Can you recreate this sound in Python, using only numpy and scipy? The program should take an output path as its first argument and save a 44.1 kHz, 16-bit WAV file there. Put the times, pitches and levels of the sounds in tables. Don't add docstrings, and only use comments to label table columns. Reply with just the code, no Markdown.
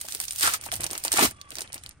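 import sys
import numpy as np
from scipy import signal
from scipy.fft import rfft, irfft
from scipy.io import wavfile
from scipy.ndimage import uniform_filter1d

SR = 44100
rng = np.random.default_rng(int(sys.argv[2]) if len(sys.argv) > 2 else 0)


def dump(signal):
    limited = np.clip(np.atleast_2d(signal).T, -1, 1)
    pcm = np.round(limited * 32767).astype(np.int16)
    wavfile.write(sys.argv[1], SR, pcm)


def gain_from_db(level_db):
    decades = np.asarray(level_db, float) / 20
    return 10 ** decades


N = 88200

# (frequency [Hz], level [dB])
FOIL = [(250, -33), (2000, -10), (5000, -6.5), (7500, -7), (10000, -1), (11500, -7.5), (15600, -6),
        (16800, -35)]
# (frequency [Hz], level [dB])
POUCH = [(71, -58), (120, -16.5), (340, -7), (422, -10.5), (797, -5), (1390, -8), (2500, -5), (3250, -10.5),
         (5500, -120)]


def evened(x):
    return x / np.sqrt(np.mean(x ** 2) + 1e-20)


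def along_pitch(hz, points):
    f, value = np.transpose(points)
    return np.interp(np.log(hz + 1), np.log(f + 1), value)


def colour(x, points):
    hz = np.fft.rfftfreq(x.shape[-1], 1 / SR)
    return irfft(rfft(x) * gain_from_db(along_pitch(hz, points)), x.shape[-1])


def curve(rows, order):
    rows = np.array(rows)
    return np.interp(np.arange(N) / SR, rows[:, 0], rows[:, order])


def resonate(x, hz, width):
    turn = np.exp(2j * np.pi * np.cumsum(hz * np.ones(x.shape[-1])) / SR)
    r = np.exp(-np.pi * width / SR)
    return 2 * (turn * signal.lfilter([1 - r], [1, -r], x / turn + 1e-18)).real


def crackle(per_s, spread_db, grain_s, clump_db, clump_s):
    clump = evened(uniform_filter1d(rng.standard_normal(N), int(clump_s * SR)))
    size_db = spread_db * np.minimum(rng.exponential(1, N), 4) + clump_db * clump
    slips = gain_from_db(size_db) * (rng.random(N) < per_s / SR)
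    shape = signal.lfilter([1], [1, -np.exp(-1 / (grain_s * SR))], slips)
    x = shape * rng.standard_normal((2, N))
    return x / np.sqrt(uniform_filter1d((x ** 2).mean(0), 3000) + 1e-12)


def room_tone():
    # (frequency [Hz], level [dB])
    air_colour = [(25, 5), (92, 9.5), (220, -2), (1020, -19), (1160, -8.5), (2610, -18.5), (9070, -50),
                  (16000, -51)]
    # (time [s], level [dB])
    rumble = [
        (0, -60),
        (.37, -65),
        (.44, -47),
        (.6, -57),
        (.82, -41.5),
        (1, -64),
        (1.24, -38),
        (1.4, -61.5),
        (2, -57.5),
    ]
    left, right, common, table = rng.standard_normal((4, N))
    air = evened(colour(np.array([common + .4 * left, common + .4 * right]), air_colour))
    low = resonate(resonate(table, 75, 70), 75, 70)
    low = evened(colour(low, [(28, -22), (45, 0)]))
    return gain_from_db(-58) * air + gain_from_db(curve(rumble, order=1) - 1.5) * low


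def rustle():
    # (time [s], crackle level [dB], pouch level re crackle [dB])
    hands = [
        [(0, -45, -15), (.03, -46, -14), (.07, -46, -18), (.135, -40.5, -16), (.195, -46.5, -11)],
        [(.215, -36.5, -24), (.24, -37.5, -22), (.275, -47.5, -27), (.3, -45.5, -22), (.35, -45.5, -16),
         (.365, -39.5, -23), (.41, -33.5, -18)],
        [(.595, -54, -3.5), (.66, -41.5, -5.5), (.71, -56, 1), (.725, -43.5, -5), (.795, -48, 0),
         (.83, -40.5, -1)],
        [(.895, -49.5, -5.5), (.94, -43.5, 2.5), (1.025, -50, -10), (1.06, -36, -6), (1.112, -50, 1)],
        [(1.3, -46, -4), (1.35, -62.5, -3), (1.46, -66.5, 3.5), (1.53, -51, -4.5), (1.6, -48, 1),
         (1.65, -52.5, -2.5)],
        [(1.715, -65, 5.5), (1.73, -50, -6), (1.76, -50, -1), (1.81, -60, -7.5), (1.87, -56.5, -1.5),
         (1.93, -66.5, 0.5), (2, -76.5, -19)],
    ]
    fine = crackle(per_s=2500, spread_db=2.2, grain_s=.002, clump_db=2, clump_s=.012)
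    flex = crackle(per_s=370, spread_db=6.5, grain_s=.0057, clump_db=-2, clump_s=.008)
    fine, flex = evened(colour(fine, FOIL)), evened(colour(flex, POUCH))
    rows = np.concatenate(hands)
    return gain_from_db(curve(rows, order=1) + 4.5) * (fine + gain_from_db(curve(rows, order=2)) * flex)


def snaps():
    # (time [s], peak level [dB], brightest frequency [Hz], rattle level re crack [dB])
    pinch = [(0.0122, -20, 9900, -2), (0.064, -31.5, 8950, -17), (0.0854, -21, 8840, -14.5),
             (0.1087, -31.5, 8900, -4), (0.1224, -19, 8450, -12.5), (0.1316, -29, 8200, -10),
             (0.1485, -15.5, 9050, -14.5), (0.17, -32.5, 5000, -11.5), (0.2007, -12.5, 9700, -11),
             (0.2522, -23, 8760, -17), (0.2807, -24.5, 6100, 11), (0.308, -15, 8820, -6.5),
             (0.3221, -20.5, 9000, -15), (0.332, -26.5, 8990, -8), (0.3596, -21.5, 9050, -13.5),
             (0.387, -23, 8160, -6), (0.3958, -20, 9320, -6), (0.409, -13.5, 8480, -12.5),
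             (0.4299, -13, 8840, 2), (0.4465, -17.5, 9440, 10.5), (0.4736, -12, 8620, -25),
             (0.5369, -12.5, 8200, -21), (0.5454, -22, 9600, -15)]
    peel = [(0.6118, -25, 9380, -15), (0.638, -27.5, 6860, -5), (0.6615, -24.5, 9100, -12),
            (0.717, -17, 3120, -19), (0.7233, -17.5, 9800, -8.5), (0.7302, -23.5, 6420, -10),
            (0.7365, -19, 8950, 6), (0.7406, -19, 9500, -11.5), (0.755, -19.5, 10000, -12),
            (0.7624, -23, 9600, -6), (0.8059, -19, 9300, -2), (0.8176, -27, 9240, -8),
            (0.8343, -19, 6500, -8), (0.84, -14, 9500, -16.5), (0.8422, -14, 9000, -10),
            (0.8646, -17.5, 6200, -10.5), (0.9043, -24, 5620, -14), (0.9103, -18.5, 8900, -5),
            (0.9313, -19, 8400, -10), (0.9516, -23.5, 5470, -6.5), (0.9774, -18, 9800, -5),
            (1.038, -18, 9800, -2), (1.049, -13, 9750, -3), (1.08, -15, 5460, -18),
            (1.1181, -9.5, 9240, -8.5), (1.1271, -10.5, 9720, -2), (1.139, -12.5, 8580, -17)]
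    after = [(1.1724, -11.5, 9300, 6), (1.1917, -8, 9320, -3), (1.2102, -13, 2600, -1),
             (1.228, -7.5, 9000, -20), (1.3107, -26, 8700, -12), (1.4134, -26.5, 4600, -13.5),
             (1.505, -25.5, 9400, -16), (1.5177, -28.5, 2890, -8), (1.5542, -21.5, 5300, -30),
             (1.5678, -27, 5390, -4), (1.5843, -20, 5160, -12), (1.5923, -31, 9250, -12),
             (1.6069, -19, 8000, -14), (1.6176, -20, 7700, -4.5), (1.6755, -36.5, 3340, -11),
             (1.7219, -33.5, 5580, -8), (1.7293, -24, 9400, -18), (1.7426, -20, 9000, -8.5),
             (1.779, -31, 5400, -12), (1.836, -30.5, 9120, -9), (1.8616, -26, 4250, -22),
             (1.8917, -27.5, 10100, -24), (1.9098, -36, 6190, -10)]
    rows = pinch + peel + after
    out = np.zeros((2, N + 1024))
    t = np.maximum(np.arange(1024) / SR - .0005, 0)
    attack = np.minimum(t / .0003, 1)
    crack, rattle = np.exp(-t / .0005), np.exp(-t / .005)
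    for (s, db, hz, rattle_db), z in zip(rows, rng.standard_normal((len(rows), 2, 1024))):
        burst = z * attack * (crack + gain_from_db(rattle_db) * rattle)
        burst[:, 30] += 2.5
        burst = burst + gain_from_db(7) * resonate(burst, hz, hz / 2)
        burst = colour(colour(burst, [(hz, 0), (2 * hz, -7)]), FOIL)
        start = round(s * SR)
        out[:, start:start + 1024] += gain_from_db(db) * burst / np.std(burst[:, :64], axis=1, keepdims=True)
    return gain_from_db(-5) * out[:, :N]


def pops():
    # (time [s], peak level [dB], pitch [Hz])
    flexes = [(0.044, -45.5, 665), (0.082, -42, 1380), (0.148, -46, 436), (0.202, -41.5, 925),
              (.434, -37.5, 370), (0.662, -38.5, 745), (0.724, -36.5, 600), (.735, -48, 230),
              (0.795, -41.5, 285), (0.838, -35.5, 1010), (0.863, -41, 780), (.908, -41.5, 200),
              (0.928, -38.5, 735), (1.048, -31, 770), (1.134, -32.5, 690), (1.139, -34, 352),
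              (1.187, -18.5, 802), (1.203, -29.5, 310), (1.221, -23, 240), (1.232, -24, 292),
              (1.245, -28.5, 894), (1.247, -27.5, 216), (1.522, -47, 360), (1.569, -46.5, 355),
              (1.612, -43.5, 345), (1.751, -50.5, 263)]
    out = np.zeros((2, N + 2048))
    t = np.arange(2048) / SR
    thump = t * np.exp(-t / .0035)
    for (s, db, hz), z in zip(flexes, rng.standard_normal((len(flexes), 2, 2048))):
        pop = resonate(z * thump, hz, 0.54 * hz)
        pop = colour(resonate(pop, hz, 3.6 * hz), POUCH)
        start = round(s * SR)
        out[:, start:start + 2048] += gain_from_db(db) * pop / abs(pop).max(axis=1, keepdims=True)
    return gain_from_db(7.5) * out[:, :N]


def rip(rows, first_hz, last_hz, width, broad_db):
    t = np.arange(N) / SR
    # (frequency [Hz], level [dB])
    edge_colour = [(220, -27), (700, -9.5), (2000, 0), (6000, 0), (9800, 1), (11500, -3), (15600, -6),
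                   (16800, -56)]
    on = np.clip((t - rows[0][0]) / .0039, 0, 1) * np.clip((rows[-1][0] - t) / .018, 0, 1)
    slips = crackle(per_s=6000, spread_db=1.8, grain_s=.001, clump_db=1.1, clump_s=.005)
    fat = crackle(per_s=1200, spread_db=1.8, grain_s=.003, clump_db=1.2, clump_s=.008)
    hiss = evened(colour(slips, edge_colour))
    pitch = np.interp(t, [rows[2][0], rows[-2][0]], [first_hz, last_hz])
    boom = evened(resonate(fat, pitch, width)) + gain_from_db(broad_db) * evened(colour(fat, POUCH))
    return on * gain_from_db(curve(rows, order=1) + 4) * (hiss + gain_from_db(curve(rows, order=2)) * evened(boom))


def whine():
    # (frequency [Hz], width [Hz], level [dB])
    tones = [
        (1155, 23, 2.5),
        (2050, 54, -20),
        (3380, 86, -7),
    ]
    on = np.interp(np.arange(N) / SR, [1.3, 1.34, 1.5, 1.54], [0, 1, 1, 0])
    whistle = 0
    for hz, width, db in tones:
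        whistle = whistle + gain_from_db(db) * evened(resonate(rng.standard_normal(N), hz, width))
    return gain_from_db(-61.5) * on * whistle


def facets(x):
    hz, t, z = signal.stft(x, SR, nperseg=128)
    blotch = uniform_filter1d(rng.standard_normal(z.shape[1:]), size=5, axis=0)
    blotch = evened(uniform_filter1d(blotch, size=3, axis=1))
    depth_db = 1
    return signal.istft(z * gain_from_db(depth_db * blotch - depth_db / 2), SR, nperseg=128)[1][:, :N]


def ports(x):
    # (frequency [Hz], left minus right [dB])
    pan = [(150, 9.5), (700, -5.5), (1800, 4.5), (4400, -5.5), (9000, -2.1)]
    # (frequency [Hz], left-right likeness [0 to 1])
    likeness = [(100, 0.96), (700, 0.86), (2200, 0.38), (4000, 0.13), (6500, 0.1)]
    t60_s, room_db = .07, -15
    t = np.arange(4000) / SR
    tail = rng.standard_normal((2, 4000)) * gain_from_db(-60 * t / t60_s) * (t > .003)
    echo = signal.fftconvolve(x, tail / np.linalg.norm(tail[0]), axes=1)[:, :N]
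    a, b = rfft(x + gain_from_db(room_db) * echo)
    hz = np.fft.rfftfreq(N, 1 / SR)

    def read(points):
        f, value = np.transpose(points)
        return np.interp(np.log(hz + 1), np.log(f), value)

    alike = np.clip(read(likeness), 0, 1)
    merged = np.clip((hz - 7600) / 400 + .5, 0, 1)
    left_late = np.exp(-2j * np.pi * hz * .00025)
    right_late = np.exp(-2j * np.pi * hz * .000286)
    left = a * ((1 - merged) * left_late + merged)
    right = (1 - merged) * (alike * a + np.sqrt(1 - alike ** 2) * b) - merged * a * right_late
    half_pan = gain_from_db(read(pan) / 2)
    return irfft(np.array([left * half_pan, right / half_pan]), N)


def scene():
    # (time [s], level [dB], pouch level re level [dB])
    first_rip = [
        (.405, -43, -8),
        (.41, -33.5, -14),
        (.428, -22.5, -17.5),
        (.436, -24, -3.5),
        (.482, -27, 2),
        (.5, -30.5, -7),
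        (.53, -34.5, -8),
        (.539, -24.5, -7.5),
        (.59, -54, -21),
    ]
    second_rip = [
        (1.115, -36, 0),
        (1.121, -32.5, -17),
        (1.155, -30, -11.5),
        (1.179, -26.5, 1),
        (1.223, -25.5, -2),
        (1.231, -20, -4.5),
        (1.257, -22, -7.5),
        (1.301, -48, -17),
        (1.31, -37, -12),
    ]
    air = room_tone()
    tears = rip(first_rip, first_hz=1424, last_hz=1250, width=315, broad_db=-22)
    tears = tears + rip(second_rip, first_hz=1250, last_hz=1100, width=290, broad_db=0)
    foil = facets(rustle() + tears) + snaps() + pops() + whine()
    return gain_from_db(-1.5) * ports(foil) + air


def band_limit(x):
    return signal.sosfilt(signal.butter(12, 16800, fs=SR, output="sos"), x)


def record(dry):
    ceiling, gate_hz, gate_db, hush_db = .8, 10060, -7, -72.5
    dry = ceiling * np.tanh(dry / ceiling)
    mid_side = np.array([dry[0] + dry[1], dry[0] - dry[1]]) / 2
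    hz, t, z = signal.stft(mid_side, SR, nperseg=512)
    band = uniform_filter1d(abs(z) ** 2, size=10, axis=1)
    usual = band.max(axis=0).mean(axis=0)
    floor = np.maximum(usual * gain_from_db(2 * gate_db), gain_from_db(2 * hush_db))
    kept = (band > floor) | (hz[:, None] < gate_hz)
    mid, side = signal.istft(z * kept, SR, nperseg=512)[1][:, :N]
    return band_limit(np.array([mid + side, mid - side]))


dry = scene()
out = record(dry)
dump(out)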